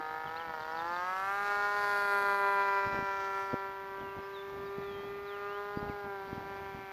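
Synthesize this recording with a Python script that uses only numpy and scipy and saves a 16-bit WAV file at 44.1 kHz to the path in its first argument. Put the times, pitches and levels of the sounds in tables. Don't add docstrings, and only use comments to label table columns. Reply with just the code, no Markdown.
import sys
import numpy as np
from scipy import signal
from scipy.fft import rfft, irfft
from scipy.io import wavfile
from scipy.ndimage import map_coordinates

SR = 44100
rng = np.random.default_rng(int(sys.argv[2]) if len(sys.argv) > 2 else 0)


def wav_out(sig):
    wavfile.write(sys.argv[1], SR, np.round(np.clip(np.atleast_2d(sig).T, -1, 1) * 32767).astype(np.int16))


N = 305172
TIME = np.arange(N) / SR


def amp(db):
    return 10 ** (np.asarray(db) / 20)


def evened(x):
    return x / np.sqrt(np.mean(x ** 2) + 1e-20)


def curves(rows):
    s, *columns = np.transpose(rows)
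    return [np.interp(TIME, s, column) for column in columns]


def drift(rate_hz):
    hz = np.fft.rfftfreq(N, 1 / SR)
    spectrum = rfft(rng.standard_normal(N)) * np.exp(-(hz / rate_hz) ** 2)
    return evened(irfft(spectrum * (hz > 0), N))


def colour(x, spectrum, size=2048):
    f, db = np.transpose(spectrum)
    hz = abs(np.fft.fftfreq(size, 1 / SR))
    log_gain = np.log(amp(np.interp(np.log(hz + 1), np.log(f), db)))
    taps = np.fft.ifft(np.exp(np.conj(signal.hilbert(log_gain)))).real
    return signal.oaconvolve(x, taps[:size // 2])[:N]


def at_level(x, db, size=4001):
    window = signal.windows.hann(size)
    power = signal.oaconvolve(x ** 2, window / window.sum(), "same")
    return x * amp(db) / np.sqrt(abs(power) + 1e-12)


def swells(rows):
    powers = (amp(2 * db) * np.exp(-2 * ((TIME - s) / width) ** 2) for s, width, db in rows)
    return np.sqrt(sum(powers))


def resonate(x, hz, width_hz):
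    turn = np.exp(2j * np.pi * np.cumsum(hz) / SR)
    r = np.exp(-np.pi * width_hz / SR)
    return 2 * (turn * signal.lfilter([1 - r], [1, -r], x / turn)).real


IDLE_HZ, CLEAN_HZ = 159, 177


def richness(speed_hz):
    return np.clip((CLEAN_HZ - speed_hz) / (CLEAN_HZ - IDLE_HZ), 0, 1)


# t/s, loss level/dB
MISSED_FIRINGS = [(.074, 5), (.152, 6), (.519, 5), (.526, 5), (.533, 12), (.688, 1), (.84, 7), (.962, 2),
                  (1.062, 4)]
RICH_DB, LEAN_DB = 7, -0.5


def firings(turns, speed_hz, uneven_db, jitter):
    number = np.round(turns).astype(int)
    when = np.interp(np.arange(number[-1] + 1), turns, TIME)
    scatter, late, skip = rng.standard_normal((len(when), 3)).T
    weak = np.zeros(len(when))
    at = np.cumsum(3 + (skip > 1) - (skip < -1))
    weak[at[at < len(when)]] = 1
    rich = richness(np.interp(when, TIME, speed_hz))
    db = uneven_db * scatter - weak * (LEAN_DB + RICH_DB * rich)
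    for s, loss_db in MISSED_FIRINGS:
        db[np.argmin(abs(when - s))] = -loss_db
    return amp(db)[number], turns - number + jitter * late[number]


def blast(strength, phase, rough, puff=1.0, count=72):
    crack = np.sinc((2 * count + 1) * phase) / np.sinc(phase)
    gas = (0.76 + np.exp(-(phase % 1) / puff)) * rng.standard_normal(N)
    return strength * (evened(crack) + rough * evened(gas))


# t/s, delay/ms, strength (0-1)
GROUND_ECHO = [(0, 2.35, 0.83), (.7, 2.13, 0.5), (1.05, 2.45, 0.46), (1.42, 2.35, 0.49), (1.75, 2.13, 0.52),
               (2.1, 2.04, 0.41), (2.9, 2.06, 0.7), (3.4, 2.19, 0.75), (3.85, 2.11, 0.4), (4.2, 1.9, 0.42),
               (4.85, 1.6, 0.67), (5.6, 1.54, 0.18), (6.0, 1.37, .55), (6.5, 1.26, 0.19),
               (6.92, 1.28, 0.33)]


def ground(x, grass):
    delay_ms, strength = curves(GROUND_ECHO)
    late = map_coordinates(x, [np.arange(N) - delay_ms * SR / 1000], order=3)
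    return x + grass * np.clip(strength, 0, .95) * late


# t/s, exhaust level/dB, propeller tone level/dB, upper edge of the exhaust note level/dB
PASS_LEVELS = [(0.04, -40.5, -66, -66.5), (0.46, -41, -62.5, -57.5), (0.59, -40.5, -68, -63),
               (0.88, -37, -53, -65), (1.11, -35.5, -59.5, -55), (1.47, -33, -46.5, -50.5),
               (1.62, -32.5, -46, -51.5), (2.45, -29.5, -41, -47.5), (2.6, -30, -43, -46),
               (3.02, -34.5, -45, -47), (3.1, -35.5, -46.5, -50), (3.57, -40, -46.5, -57),
               (3.88, -44.5, -48.5, -62.5), (4.66, -48, -43, -62), (5.16, -50, -43, -56.5),
               (5.43, -43, -44, -59.5), (5.75, -42.5, -43.5, -68.5), (6.9, -48, -51, -55.5)]
# t/s, strongest exhaust f/Hz, brightest rasp lobe f/Hz, rasp level/dB relative to the exhaust
BEAMING = [(0, 674, 3830, -24.5), (.7, 684, 4100, -21.5), (1.1, 1235, 4840, -21.5),
           (1.85, 1605, 4850, -19.5), (2.45, 1117, 4072, -25), (2.8, 1100, 5000, -25.5),
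           (3.35, 1290, 6254, -20), (3.75, 1100, 3270, -25.5), (4.9, 1088, 3600, -18),
           (5.4, 1320, 4000, -25), (5.8, 926, 4400, -24), (6.92, 838, 3640, -18)]
# f/Hz, level/dB
MUFFLER_COLOUR = [(100, -59.5), (170, -2), (200, -10.5), (330, -11), (470, 5), (600, 7), (800, 11),
                  (1000, 12.5), (1200, 11.5), (1400, 11), (1600, 10.5), (1850, 4.5), (2050, -0.5),
                  (2350, -6), (2750, -20), (4000, -52.5)]
# f/Hz, level/dB
PROPELLER_WASH = [(100, -29), (300, -2.5), (600, 8.5), (1100, 7.5), (1600, -13.5), (2200, -1), (3000, -3.5),
                  (6000, -20)]


def drone(turns, strength, phase):
    exhaust_db, propeller_db, edge_db = curves(PASS_LEVELS)
    pulses = blast(strength, phase, rough=.1)
    pipe = ground(colour(pulses, MUFFLER_COLOUR), grass=1.0)
    pipe = pipe + 0.87 * resonate(pipe, curves(BEAMING)[0], width_hz=200)
    low = signal.sosfiltfilt(signal.butter(8, 2100, fs=SR, output="sos"), pipe)
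    body = at_level(low, exhaust_db + 0.24)
    edge = at_level(pipe - low, edge_db - .3)
    second = np.exp(4j * np.pi * turns)
    narrow = signal.butter(2, 25, fs=SR, output="sos")
    hum = 2 * (second * signal.sosfiltfilt(narrow, body / second)).real
    propeller = amp(propeller_db + 3.0) * second.real
    wash = amp(exhaust_db - 21) * evened(colour(rng.standard_normal(N), PROPELLER_WASH))
    restless_air = amp(0.77 * drift(10.5))
    return (propeller + body - hum + edge + wash) * restless_air


def airframe(x, ring_ms=3.3, scatter=1.0, size=300):
    fade = np.exp(-np.arange(size) * 1000 / SR / ring_ms)
    bank = 2.1 * TIME
    a, b = (signal.oaconvolve(x, rng.standard_normal(size) * fade / np.linalg.norm(fade))[:N]
            for _ in range(2))
    return x + scatter * (a * np.cos(bank) + b * np.sin(bank))


# f/Hz, level/dB
RASP_COLOUR = [(1500, -47), (2400, -1.5), (2800, -4), (3150, -3), (3380, -1), (3600, -5.5), (4000, -1),
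               (4600, -6), (5400, -7.5), (6600, -10.5), (8000, -19), (10000, -34), (15000, -37)]
# f/Hz, level/dB
SIZZLE_COLOUR = [(6000, -48), (8000, -6), (10500, -4), (13000, -10), (14200, -24)]
# t/s, half width/s, level/dB
SIZZLE_FLARES = [(1.36, 0.32, -62.5), (2.13, 0.48, -56.5), (3.4, 0.11, -70)]


def buzz(strength, phase):
    exhaust_db = curves(PASS_LEVELS)[0]
    _, lobe_hz, rasp_db = curves(BEAMING)
    rasp = airframe(colour(blast(strength, phase, rough=0.71), RASP_COLOUR))
    rasp = rasp + 1.1 * resonate(rasp, lobe_hz, width_hz=960)
    rasp = at_level(rasp, exhaust_db + rasp_db)
    sizzle_db = 20 * np.log10(swells(SIZZLE_FLARES) + 1e-9)
    sizzle = ground(colour(blast(strength, phase, rough=0.2), SIZZLE_COLOUR), grass=0.61)
    sizzle = at_level(sizzle, sizzle_db)
    return rasp * amp(1.0 * drift(15)) + sizzle * amp(1.0 * drift(16))


# t/s, f/Hz
ENGINE_SPEED = [(0.0, 155.8), (0.29, 158.7), (0.42, 165.9), (0.6, 155.2), (0.71, 160.4), (0.89, 172.1),
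                (1.35, 200.4), (1.43, 202.7), (1.77, 204.6), (2.16, 200.8), (3.27, 195.4), (3.93, 195.1),
                (4.97, 199.6), (5.86, 204.6), (6.01, 202.4), (6.21, 195), (6.57, 196.9), (6.92, 193.9)]
THROTTLE_WAVER = 0.0019
FULL_HZ = 189


def airplane():
    speed_hz, = curves(ENGINE_SPEED)
    opening = np.clip((FULL_HZ - speed_hz) / (FULL_HZ - CLEAN_HZ), 0, 1)
    waver = 1 + 0.00041 * drift(23) + THROTTLE_WAVER * opening * drift(11.9)
    turns = np.cumsum(speed_hz * waver) / SR
    strength, phase = firings(turns, speed_hz, uneven_db=0.84, jitter=0.0019)
    return drone(turns, strength, phase) + buzz(strength, phase)


# f/Hz, level/dB
AIR_COLOUR = [(20, -14), (60, -13), (150, -41.5), (400, -10.5), (1000, -1.5), (2000, -6), (3000, -12),
              (4800, -18.5), (6500, -26), (8000, -35), (15500, -44.5)]


def meadow(level_db=-56, hiss_db=-66.5):
    air = amp(level_db + .5 * drift(4.4)) * evened(colour(rng.standard_normal(N), AIR_COLOUR))
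    hiss = signal.lfilter(*signal.butter(3, 11000, "high", fs=SR), rng.standard_normal(N))
    return air + amp(hiss_db) * evened(hiss)


# peak t/s, half width/s, level/dB
WIND_PUFFS = [(.27, 0.032, -57), (.49, .03, -61), (1.58, .02, -61), (2.23, 0.011, -55), (2.87, .02, -48),
              (2.97, 0.069, -50.5), (3.22, .025, -61), (3.535, 0.019, -54), (4.03, 0.067, -55),
              (4.18, 0.026, -50.5), (4.6, 0.1, -55.5), (4.8, .035, -54), (5.03, 0.22, -58),
              (5.86, 0.084, -51.5), (6.06, 0.023, -53), (6.37, 0.13, -53.5), (6.58, 0.15, -57),
              (6.77, 0.042, -55)]
# f/Hz, level/dB
WIND_COLOUR = [(20, -20), (60, 0), (130, 1.5), (220, 0), (330, -2), (500, -6.5), (900, -4.5), (2000, -82)]
# t/s, peak level/dB, half width/ms
WIND_EDDIES = [(2.871, -37, 1.3), (2.946, -31, 0.43), (2.991, -31, 0.65), (3.027, -35.5, 1.1),
               (3.534, -25.5, 0.51), (3.542, -21.5, 0.54), (4.169, -40, 0.82), (4.785, -34, 0.76),
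               (5.774, -25, .75), (5.83, -32, 1.04), (5.899, -30, 0.79), (6.331, -30, 0.8),
               (6.38, -34, 0.99), (6.75, -38, 1.08)]
BREEZE_DB, BREEZE_SWING_DB = -65.5, 1


def wind(level_db=5.0, lumpy_db=1.0):
    breeze = amp(BREEZE_DB + BREEZE_SWING_DB * drift(9.8))
    force = np.hypot(swells(WIND_PUFFS), breeze)
    lumps = rng.standard_normal(N) * amp(lumpy_db * drift(51))
    out = force * amp(level_db) * evened(colour(lumps, WIND_COLOUR))
    for s, db, width_ms in WIND_EDDIES:
        u = (TIME - s) * 1000 / width_ms
        near = abs(u) < 10
        out[near] -= amp(db) * u[near] * np.exp((1 - u[near] ** 2) / 2)
    return out


# t/s, length/s, start f/Hz, middle f/Hz, end f/Hz, level/dB
BIRD_NOTES = [(.257, 0.04, 3520, 3100, 2850, -58.5), (0.359, 0.024, 3500, 4060, 4460, -53),
              (0.363, 0.014, 2400, 2630, 2830, -55), (0.39, 0.039, 3470, 3050, 2920, -57.5),
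              (3.997, 0.029, 4048, 3230, 2950, -63), (4.031, 0.11, 2900, 2730, 2810, -60.5),
              (4.216, 0.061, 5150, 5050, 5300, -68), (4.332, .1, 4050, 3570, 3580, -56.5),
              (4.65, 0.035, 4970, 4700, 4670, -66), (4.66, 0.038, 3760, 3780, 3700, -63),
              (4.811, 0.3, 3890, 3200, 3520, -60.5), (5.259, 0.13, 4240, 3200, 2540, -59),
              (5.402, 0.21, 2520, 2780, 3600, -60.5), (5.755, 0.048, 4830, 4700, 4900, -63),
              (5.882, 0.056, 2990, 2260, 2090, -57.5)]
# t/s from its main stroke, length/s, start f/Hz, middle f/Hz, end f/Hz,
# level/dB relative to its repeat
TWITTER_PHRASE = [(-.057, 0.02356, 4650, 5400, 5000, -11), (-.024, .028, 4380, 4460, 5230, -12),
                  (0, 0.013, 5160, 4260, 3600, -2.5), (.019, .026, 3680, 3580, 3650, -4.5),
                  (0.022, .013, 4950, 4180, 3700, -6)]
# t/s, level/dB
TWITTER_REPEATS = [(.603, -55.5), (.768, -51.5), (.933, -53)]


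def birds(level_db, waver, flutter_db):
    out = np.zeros(N)
    wobble, flutter = 1 + waver * drift(150), amp(flutter_db * drift(140))
    twitters = [(at + s, *shape, loud_db + db)
                for at, loud_db in TWITTER_REPEATS for s, *shape, db in TWITTER_PHRASE]
    for s, length, start_hz, middle_hz, end_hz, db in BIRD_NOTES + twitters:
        now = (TIME >= s) & (TIME < s + length)
        u = (TIME[now] - s) / length
        bend = np.polyfit([0, .5, 1], [start_hz, middle_hz, end_hz], 2)
        hz = np.polyval(bend, u) * wobble[now]
        whistle = np.sin(2 * np.pi * np.cumsum(hz) / SR)
        out[now] += amp(db) * np.sqrt(np.sin(np.pi * u)) * whistle
    return amp(level_db) * flutter * out


def treeline(x, t60=1.0, dull_hz=2500):
    t = TIME[:SR]
    tail = rng.standard_normal(SR) * amp(-60 * t / t60) * (1 - np.exp(-t / 0.1))
    dull = signal.butter(1, min(dull_hz, SR / 4), fs=SR)
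    tail = signal.lfilter(*dull, tail / np.linalg.norm(tail))
    return signal.oaconvolve(x, tail)[:N]


def scene():
    plane, background, gusts = airplane(), meadow(), wind()
    song = birds(level_db=3.5, waver=0.0082, flutter_db=1.5)
    scattered = treeline(amp(-19) * plane + amp(-4.5) * song)
    return (plane + background + gusts + song + scattered)[None]


PORT_NOTCH_HZ, EDGE_HZ = 9050, 15400


def record(dry, notch_width_hz=2600):
    notch = signal.iirnotch(PORT_NOTCH_HZ, PORT_NOTCH_HZ / notch_width_hz, fs=SR)
    ported = signal.lfilter(*notch, dry)
    low_pass = signal.firwin(511, EDGE_HZ, window=("kaiser", 9), fs=SR)
    return signal.oaconvolve(ported, low_pass[None], "same")


dry = scene()
out = record(dry)
wav_out(out)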